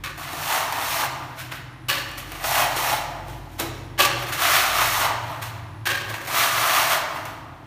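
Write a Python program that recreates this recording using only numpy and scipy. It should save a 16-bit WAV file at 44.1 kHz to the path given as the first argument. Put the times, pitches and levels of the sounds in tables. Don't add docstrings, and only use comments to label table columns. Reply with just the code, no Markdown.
import sys
import numpy as np
from scipy import signal
from scipy.fft import rfft, irfft, next_fast_len
from scipy.io import wavfile

SR = 44100
rng = np.random.default_rng(int(sys.argv[2]) if len(sys.argv) > 2 else 0)


def linear_from_db(decibels):
    return 10 ** (np.asarray(decibels, float) / 20)


def bounce(signal):
    frames = np.transpose(np.atleast_2d(signal))
    limited = np.clip(frames, -1, 1)
    pcm = np.round(limited * 32767).astype(np.int16)
    wavfile.write(sys.argv[1], SR, pcm)


N = 337805

# frequency [Hz], level [dB per Hz].
GRIT_SPECTRUM = [(150, -55), (250, -11.5), (318, -9.5), (481, -10.5), (680, 2), (943, -2.5), (1200, 0.5),
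                 (2270, -4), (3440, -7.5), (4940, -13), (5970, -15.5), (7590, -18.5), (10400, -17.5),
                 (14400, -16.5), (15400, -30)]


def at_hz(points, hz):
    table_hz, values = np.array(points).T[:2]
    return np.interp(np.log(hz), np.log(table_hz), values)


def rms_one(x):
    return x / np.sqrt(np.mean(x ** 2) + 1e-20)


def in_time(rows):
    s, *columns = np.transpose(rows)
    return np.array([np.interp(np.arange(N) / SR, s, c) for c in columns])


def contact(tables, touch_s, lift_s, count):
    out, t = 0, np.arange(N) / SR
    for rows in tables:
        first_db, *rest_db = in_time(rows)[:count]
        touch = np.clip((t - rows[0][0]) / touch_s, 0, 1)
        lift = np.exp(-np.maximum(t - rows[-1][0], 0) / lift_s)
        levels_db = np.array([first_db] + [first_db + r for r in rest_db])
        out = out + touch * lift * linear_from_db(levels_db)
    return out


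def band(x, low_hz, high_hz, order=2):
    edges_hz = [low_hz, min(high_hz, 0.49 * SR)]
    return signal.sosfilt(signal.butter(order, edges_hz, "band", fs=SR, output="sos"), x)


def coloured(x, spectrum):
    size = next_fast_len(len(x))
    hz = np.minimum(np.arange(size // 2 + 1) * SR / size + 1, 14500)
    shaped = rfft(x, size) * linear_from_db(at_hz(spectrum, hz))
    return rms_one(irfft(shaped, size)[:len(x)])


def resonance(x, hz, width_hz):
    r = np.exp(-np.pi * width_hz / SR)
    poles = [1, -2 * r * np.cos(2 * np.pi * hz / SR), r * r]
    return signal.lfilter([(1 - r * r) / 2, 0, (r * r - 1) / 2], poles, x)


def bending(x, hz, sharpness):
    out, state = np.zeros(N), np.zeros(2)
    for i in range(0, N, 256):
        r = np.exp(-np.pi * hz[i] / sharpness / SR)
        zeros = [(1 - r * r) / 2, 0, (r * r - 1) / 2]
        poles = [1, -2 * r * np.cos(2 * np.pi * hz[i] / SR), r * r]
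        out[i:i + 256], state = signal.lfilter(zeros, poles, x[i:i + 256], zi=state)
    return rms_one(out)


def drift(rate_hz):
    slow = band(rng.standard_normal(N // 32 + 4000), 4 * rate_hz, 32 * rate_hz, order=1)[3998:]
    return np.interp(np.arange(N) / 32, np.arange(len(slow)), rms_one(slow))


def grit(per_s, spread_db, chatter_db):
    sizes = linear_from_db(spread_db * np.minimum(rng.exponential(1, N), 3.5)) * rng.choice([-1, 1], N)
    grains = sizes * (rng.random(N) < per_s / SR)
    return rms_one(grains * linear_from_db(chatter_db * drift(56)))


def other_teeth(grains):
    return grains * rng.choice([-1, 1], N)


def room_noise():
    # frequency [Hz], level [dB per Hz].
    floor_spectrum = [(20, -31), (35, -25), (60, -4.5), (147, 2), (193, -13.5), (245, -8.5), (300, -4),
                      (380, -13.5), (470, -22), (940, -15), (3240, -27), (7000, -40), (11000, -41.5),
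                      (15000, -45)]
    return linear_from_db(-44) * coloured(rng.standard_normal(N), floor_spectrum)


def drone():
    # time [s], motor frequency [Hz], level [dB].
    motor_curve = [(0.0, 116, -55), (0.59, 128, -63), (1.09, 128.2, -45), (1.21, 125, -42),
                   (2.24, 123.8, -41.5), (2.39, 130.3, -69), (2.49, 126, -41.5), (3.43, 122.9, -43),
                   (4.16, 119.7, -33.5), (4.57, 121, -60), (4.84, 116, -39.5), (5.48, 113.2, -36.5),
                   (6.16, 109.6, -39), (6.25, 114, -45.5), (6.61, 113, -41), (7.15, 113, -55),
                   (7.3, 107.4, -42), (7.66, 109, -62.5)]
    rest_levels_db = [-59.5, -54.5, -53.5, -55.5]
    # centre [s], length [s], low line rise [dB], second line rise [dB].
    surges = [
        (0.0, .3, 14, 8),
        (0.95, .25, 5, 0),
        (2.42, 0.58, 15.5, 4),
        (3.35, .4, 16, 9),
        (3.894, .3, 10, 10),
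        (4.2, .2, 9, 0),
        (4.46, 0.19, 3, 11),
        (4.73, 0.17, 14.5, 3),
        (5.01, .2, 12, 9),
        (5.6, .4, 2, 12),
    ]
    lines = []
    for hz in (49, 92):
        phase = 2 * np.pi * np.cumsum(hz + 2.5 * drift(3)) / SR
        lines.append(np.sqrt(2) * np.sin(phase))
    for hz, width_hz in ((145, 22), (314, 35)):
        hum = resonance(rng.standard_normal(N), hz, width_hz)
        lines.append(rms_one(resonance(hum, hz, width_hz)))
    levels_db = np.array([rest_db + drift(4.3) for rest_db in rest_levels_db])
    for s, length_s, *rise_db in surges:
        swell = np.exp(-((np.arange(N) / SR - s) / length_s) ** 2)
        levels_db[:2] += np.outer(rise_db, swell)
    motor_hz, motor_db = in_time(motor_curve)
    motor_gain = linear_from_db(motor_db + 0.5 + 3 * drift(7))
    motor = motor_gain * np.sin(2 * np.pi * np.cumsum(motor_hz + 1.5 * drift(4)) / SR)
    return np.sum(linear_from_db(levels_db) * lines, axis=0) + motor


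def insect():
    # start [s], length [s], level [dB].
    calls = [
        (1.66, 0.28, -68),
        (3.68, 0.25, -66),
        (5.5, 0.36, -67),
    ]
    spans = [[(s, db), (s + length_s, db)] for s, length_s, db in calls]
    level, = contact(spans, touch_s=0.05, lift_s=0.02, count=1)
    trill = resonance(resonance(rng.standard_normal(N), 10080, 280), 10080, 280)
    return level * linear_from_db(2.2 * drift(40)) * rms_one(trill)


def bathroom(x):
    # frequency [Hz], decay time to -60 dB [s].
    room_t60 = [(300, 2.7), (700, 1.53), (1500, 1.33), (3000, 0.94), (6000, 0.84), (12000, 0.1)]
    t, edges_hz = np.arange(2 * SR) / SR, 180 * 2 ** np.arange(0, 7, 0.5)
    white, echo = rng.standard_normal((2, 2, len(t))), 0
    for k, (low_hz, high_hz) in enumerate(zip(edges_hz, edges_hz[1:])):
        t60_s = at_hz(room_t60, np.sqrt(low_hz * high_hz))
        echo = echo + band(white[k % 2], low_hz, high_hz) * linear_from_db(-60 * t / t60_s)
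    echo *= np.clip(t / 0.0015, 0, 1)
    shifts_per_s = 0.45
    turn = 2 * np.pi * shifts_per_s * np.arange(N) / SR
    sent = x * np.array([np.cos(turn), np.sin(turn)])
    return signal.fftconvolve(sent, linear_from_db(-39) * echo, axes=1).sum(axis=0)[:N]


def knocks():
    # time [s], peak [dB], thud [dB re peak], clack [dB re peak].
    hits_table = [(0.331, -22.5, -4.5, -12), (0.7241, -15, -16, 0.5), (1.5183, -35, -3, 9),
                  (1.8899, -28, -28, -29), (2.1791, -27, -28, -16), (2.3186, -21, -9, -2),
                  (2.44, -15, -27, -13), (2.7638, -19, -3, -18), (3.2825, -33, 3, -15),
                  (3.5989, -7, -7, -21), (3.9908, -13.5, -7.5, 4.5), (4.3285, -25, -6, -3),
                  (5.4157, -28, -25, -12), (6.0999, -25, -5, -26), (6.1412, -25, -16, 7.5),
                  (6.2771, -28, -17, 9), (7.2532, -23, -28, -11)]
    # frequency [Hz], level [dB], decay time to -60 dB [s].
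    bucket_modes = [(336, -5, 0.55), (310, -5, 0.18), (550, -12, 0.1312), (782, -15, 0.26)]
    s, peak_db, thud_db, clack_db = np.transpose(hits_table)
    at = np.round(s * SR).astype(int)
    ticks, pushes, clacks = np.zeros((3, N)) + 1e-18
    ticks[at] = linear_from_db(peak_db)
    pushes[at] = ticks[at] * linear_from_db(thud_db)
    clacks[at] = ticks[at] * linear_from_db(clack_db)
    out = np.zeros(N)
    for hits, last_s, low_hz, high_hz, db in ((ticks, 0.003, 3000, 15000, -7),
                                              (clacks, 0.012, 550, 2500, 1.5),
                                              (pushes, 0.04, 250, 600, 3)):
        dying = signal.lfilter([1], [1, -np.exp(-1 / (last_s * SR))], hits)
        out += linear_from_db(db) * band(dying * rng.standard_normal(N), low_hz, high_hz)
    for hz, db, t60_s in bucket_modes:
        r, w = linear_from_db(-60 / (t60_s * SR)), 2 * np.pi * hz / SR
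        out += linear_from_db(db - 11) * signal.lfilter([0, np.sin(w)], [1, -2 * r * np.cos(w), r * r], pushes)
    return out


def free_scrapes():
    # time [s], edge hiss [dB], ring [dB re hiss].
    scrapes = [
        [(0.037, -35, -0.5), (0.067, -43, 9.5), (0.137, -55, 7), (0.165, -51, -5)],
        [(1.884, -25.5, 0), (1.894, -27, 3.5), (1.936, -33, 9), (1.974, -33.5, 10.5), (2.034, -44.5, 7),
         (2.16, -50, 14)],
        [(3.978, -48, 15), (3.992, -21.5, -1), (4.006, -20.5, 7.5), (4.05, -21.5, 3.5), (4.088, -38, 13),
         (4.148, -43, 11), (4.3, -39, 13.5)],
        [(5.855, -28.5, 2.5), (5.905, -32.5, 9), (6.055, -47.5, 14), (6.1, -50.5, 18), (6.26, -42.5, 11)],
    ]
    # frequency [Hz], width [Hz], level [dB].
    blade_modes = [
        [(1200, 63, 11.5), (1510, 82, 12.5), (1660, 44, 6), (2140, 24, 5), (2440, 30, -24), (3370, 55, -20)],
        [(1140, 27, 2), (1520, 33, 0.5), (1720, 34, 5.5), (2620, 33, -15), (2880, 44, 1), (4080, 130, -23),
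         (4380, 54, -6)],
        [(607, 9.2, -6), (860, 7.4, -0.5), (1150, 60, 5), (1610, 75, 5.5), (2130, 19, -4), (2550, 16, -22),
         (2690, 71, -2.5), (4050, 26, -7)],
        [(1167, 130, 3), (1610, 57, 11.5), (1788, 28, 0), (2680, 69, -8), (3050, 20, -32), (2280, 56, -3),
         (4270, 61, -15)],
    ]
    # frequency [Hz], width [Hz], level [dB].
    body_modes = [(390, 20, -6), (561, 16, 0.5), (847, 4.3, -5)]
    grains = grit(9000, spread_db=1.5, chatter_db=-2.6)
    sound = coloured(other_teeth(grains), GRIT_SPECTRUM)
    rasping = coloured(other_teeth(grains), GRIT_SPECTRUM)
    top = rms_one(band(sound, 5000, 17000, order=3))
    low = rms_one(band(sound, 700, 2300, order=3))
    high = rms_one(band(rasping, 2300, 5000, order=3))
    out = np.zeros(N)
    for rows, modes in zip(scrapes, blade_modes):
        since_s = np.clip(np.arange(N) / SR - rows[0][0], 0, 1)
        hiss, low_gain = contact([rows], touch_s=0.00029, lift_s=0.13, count=2)
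        high_gain = low_gain * linear_from_db(4.5 - 42 * since_s)
        out += linear_from_db(-1) * hiss * top + linear_from_db(-10.5) * low_gain * low + linear_from_db(-8) * high_gain * high
        damping_db = -30 * since_s
        for hz, width_hz, db in modes + body_modes:
            gain = low_gain if hz < 2300 else high_gain
            level_db = db + 9 + damping_db * min(hz / 1000, 2) + 1.5 * drift(24)
            loaded_width_hz = width_hz + hz / 25
            out += resonance(grains * gain * linear_from_db(level_db), hz, loaded_width_hz)
    return out


def blade_motion():
    # time [s], speed as edge hiss [dB], weight on the blade [dB].
    strokes = [
        [(0.175, -42.5, 6.5), (0.285, -42.5, 9), (0.43, -35, 4), (0.543, -26.5, 6.5), (0.697, -40.5, 10),
         (0.825, -33.5, 7), (0.93, -29.5, 0), (1.04, -30, 10.5), (1.093, -46, 9.5)],
        [(2.441, -35.5, 20.5), (2.464, -30, 1.5), (2.598, -25, 7.5), (2.634, -28, 8.5), (2.684, -37, 9),
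         (2.754, -40, 10), (2.766, -29.5, 2.5), (2.936, -29.5, 9.5), (3.086, -52.5, 9.5)],
        [(4.372, -45, 10), (4.414, -27, 6), (4.558, -22, 4.5), (4.714, -32, 6), (4.816, -25.5, 9),
         (4.906, -28.5, 0), (5.048, -28, 9), (5.108, -41, 19.5), (5.22, -61, 8)],
        [(6.27, -35.5, -3), (6.302, -35.5, 8), (6.374, -23.5, 4.5), (6.428, -24, 4.5), (6.51, -30, 7),
         (6.786, -24.5, 5.5), (6.876, -29, 4.5), (6.93, -24.5, 5.5), (7.06, -48, 18.5)],
    ]
    # peak [s], hiss [dB], weight [dB], rise [s], fade [s].
    touches = [(0.237, -51, -3, 0.049, 0.02), (0.731, -55, -6, 0.015, 0.044),
               (1.4, -38.5, 0.5, 0.052, 0.046), (1.519, -41, 10.5, 0.0085, 0.037),
               (2.18, -35, -3.5, 0.01, .03), (2.354, -43.5, 5, 0.18, 0.19),
               (2.434, -39.5, 6.5, 0.046, 0.012), (3.292, -50, 4, 0.052, 0.099),
               (3.536, -55, -22, 0.078, 0.067), (3.6, -30, 4.5, 0.024, 0.042), (3.75, -58, 2, 0.031, 0.14),
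               (4.325, -31.5, 0, 0.007, 0.06), (5.307, -48.5, 14.5, 0.24, 0.12),
               (5.425, -35.5, 0, .012, 0.044), (6.099, -38.5, 6, .03, .03), (6.147, -45, 0, .012, .05),
               (1.56, -58, 10, 0.038, 0.062), (5.55, -69, 20, .05, 0.23), (4.285, -43, 3, .05, 0.049),
               (7.166, -48.5, 11, .09, .05), (7.256, -47, 8, .006, 0.057)]
    rasp_share = 0.38
    edge, loaded = contact(strokes, touch_s=0.0026, lift_s=0.16, count=2)
    t, teeth = np.arange(N) / SR, 0
    for s, db, weight_db, rise_s, fade_s in touches:
        rise = linear_from_db(db) * np.clip(1 + (t - s) / rise_s, 0, 1) ** 2
        after = np.maximum(t - s, 0) / fade_s
        brush = rise * np.exp(-after)
        edge = edge + brush
        loaded = loaded + linear_from_db(weight_db) * brush
        teeth = teeth + linear_from_db(-9.5 + rasp_share * weight_db) * rise * np.exp(-after / 1.16)
    linger_s = 0.41
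    r = np.exp(-1 / (linger_s * SR))
    loaded = loaded + linear_from_db(-29) * signal.lfilter([1 - r], [1, -r], loaded)
    rasp = teeth + linear_from_db(1) * edge ** (1 - rasp_share) * loaded ** rasp_share
    return edge, loaded, rasp


def wall_strokes():
    # time [s], resonance [Hz].
    flex = [(0.2, 1080), (0.55, 900), (0.93, 1000), (1.05, 760), (1.5, 1509), (2.2, 1380), (2.44, 704),
            (2.53, 900), (3.0, 800), (3.6, 938), (4.4, 1240), (4.7, 1286), (5.05, 926), (6.3, 1080),
            (6.43, 1220), (6.8, 1049), (7.1, 940)]
    # frequency [Hz], width [Hz], level [dB].
    wall_modes = [(620, 66, -6), (697.4, 45, -3.5), (893, 90, 1), (1181, 18, -12)]
    hiss, rumble, rasp = blade_motion()
    grains = grit(9000, spread_db=1, chatter_db=0.56)
    sound = coloured(grains, GRIT_SPECTRUM)
    rasping = coloured(other_teeth(grains), GRIT_SPECTRUM)
    plate_hz, = in_time(flex)
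    stiff = linear_from_db(7 * np.log2(plate_hz / 1000))
    flexing = sound + linear_from_db(-1) * bending(sound, plate_hz, sharpness=3)
    for hz, width_hz, db in wall_modes:
        flexing = flexing + linear_from_db(db - 4) * resonance(sound / stiff ** 2, hz, width_hz)
    low = rms_one(band(flexing, 150, 1700, order=3))
    middle = rms_one(band(rasping, 1600, 5000, order=3))
    top = rms_one(band(sound, 5000, 17000, order=3))
    out = linear_from_db(0.5) * hiss * top
    out += linear_from_db(-4 + 1.2 * drift(38)) * rumble * low
    out += linear_from_db(-3 + 1.6 * drift(34)) * rasp * np.sqrt(stiff) * middle
    return out


def scene():
    work = wall_strokes() + free_scrapes() + knocks()
    behind = drone() + insect() + room_noise()
    return np.tile(work + bathroom(work) + behind, (2, 1))


def band_limit(x):
    return signal.sosfilt(signal.butter(12, 16800, fs=SR, output="sos"), x)


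def record(dry):
    # dip frequency [Hz], width [Hz], depth [0-1].
    notches = [(4910, 380, 0.37), (7690, 720, 0.26), (10420, 810, 0.45)]
    for hz, width_hz, depth in notches:
        dry = dry - np.clip(depth, 0, 1) * resonance(dry, hz, width_hz)
    dry = 0.85 * np.tanh(dry / 0.85)
    dry = signal.sosfilt(signal.ellip(10, 0.5, 45, 15500, fs=SR, output="sos"), dry)
    return band_limit(dry)


dry = scene()
out = record(dry)
bounce(out)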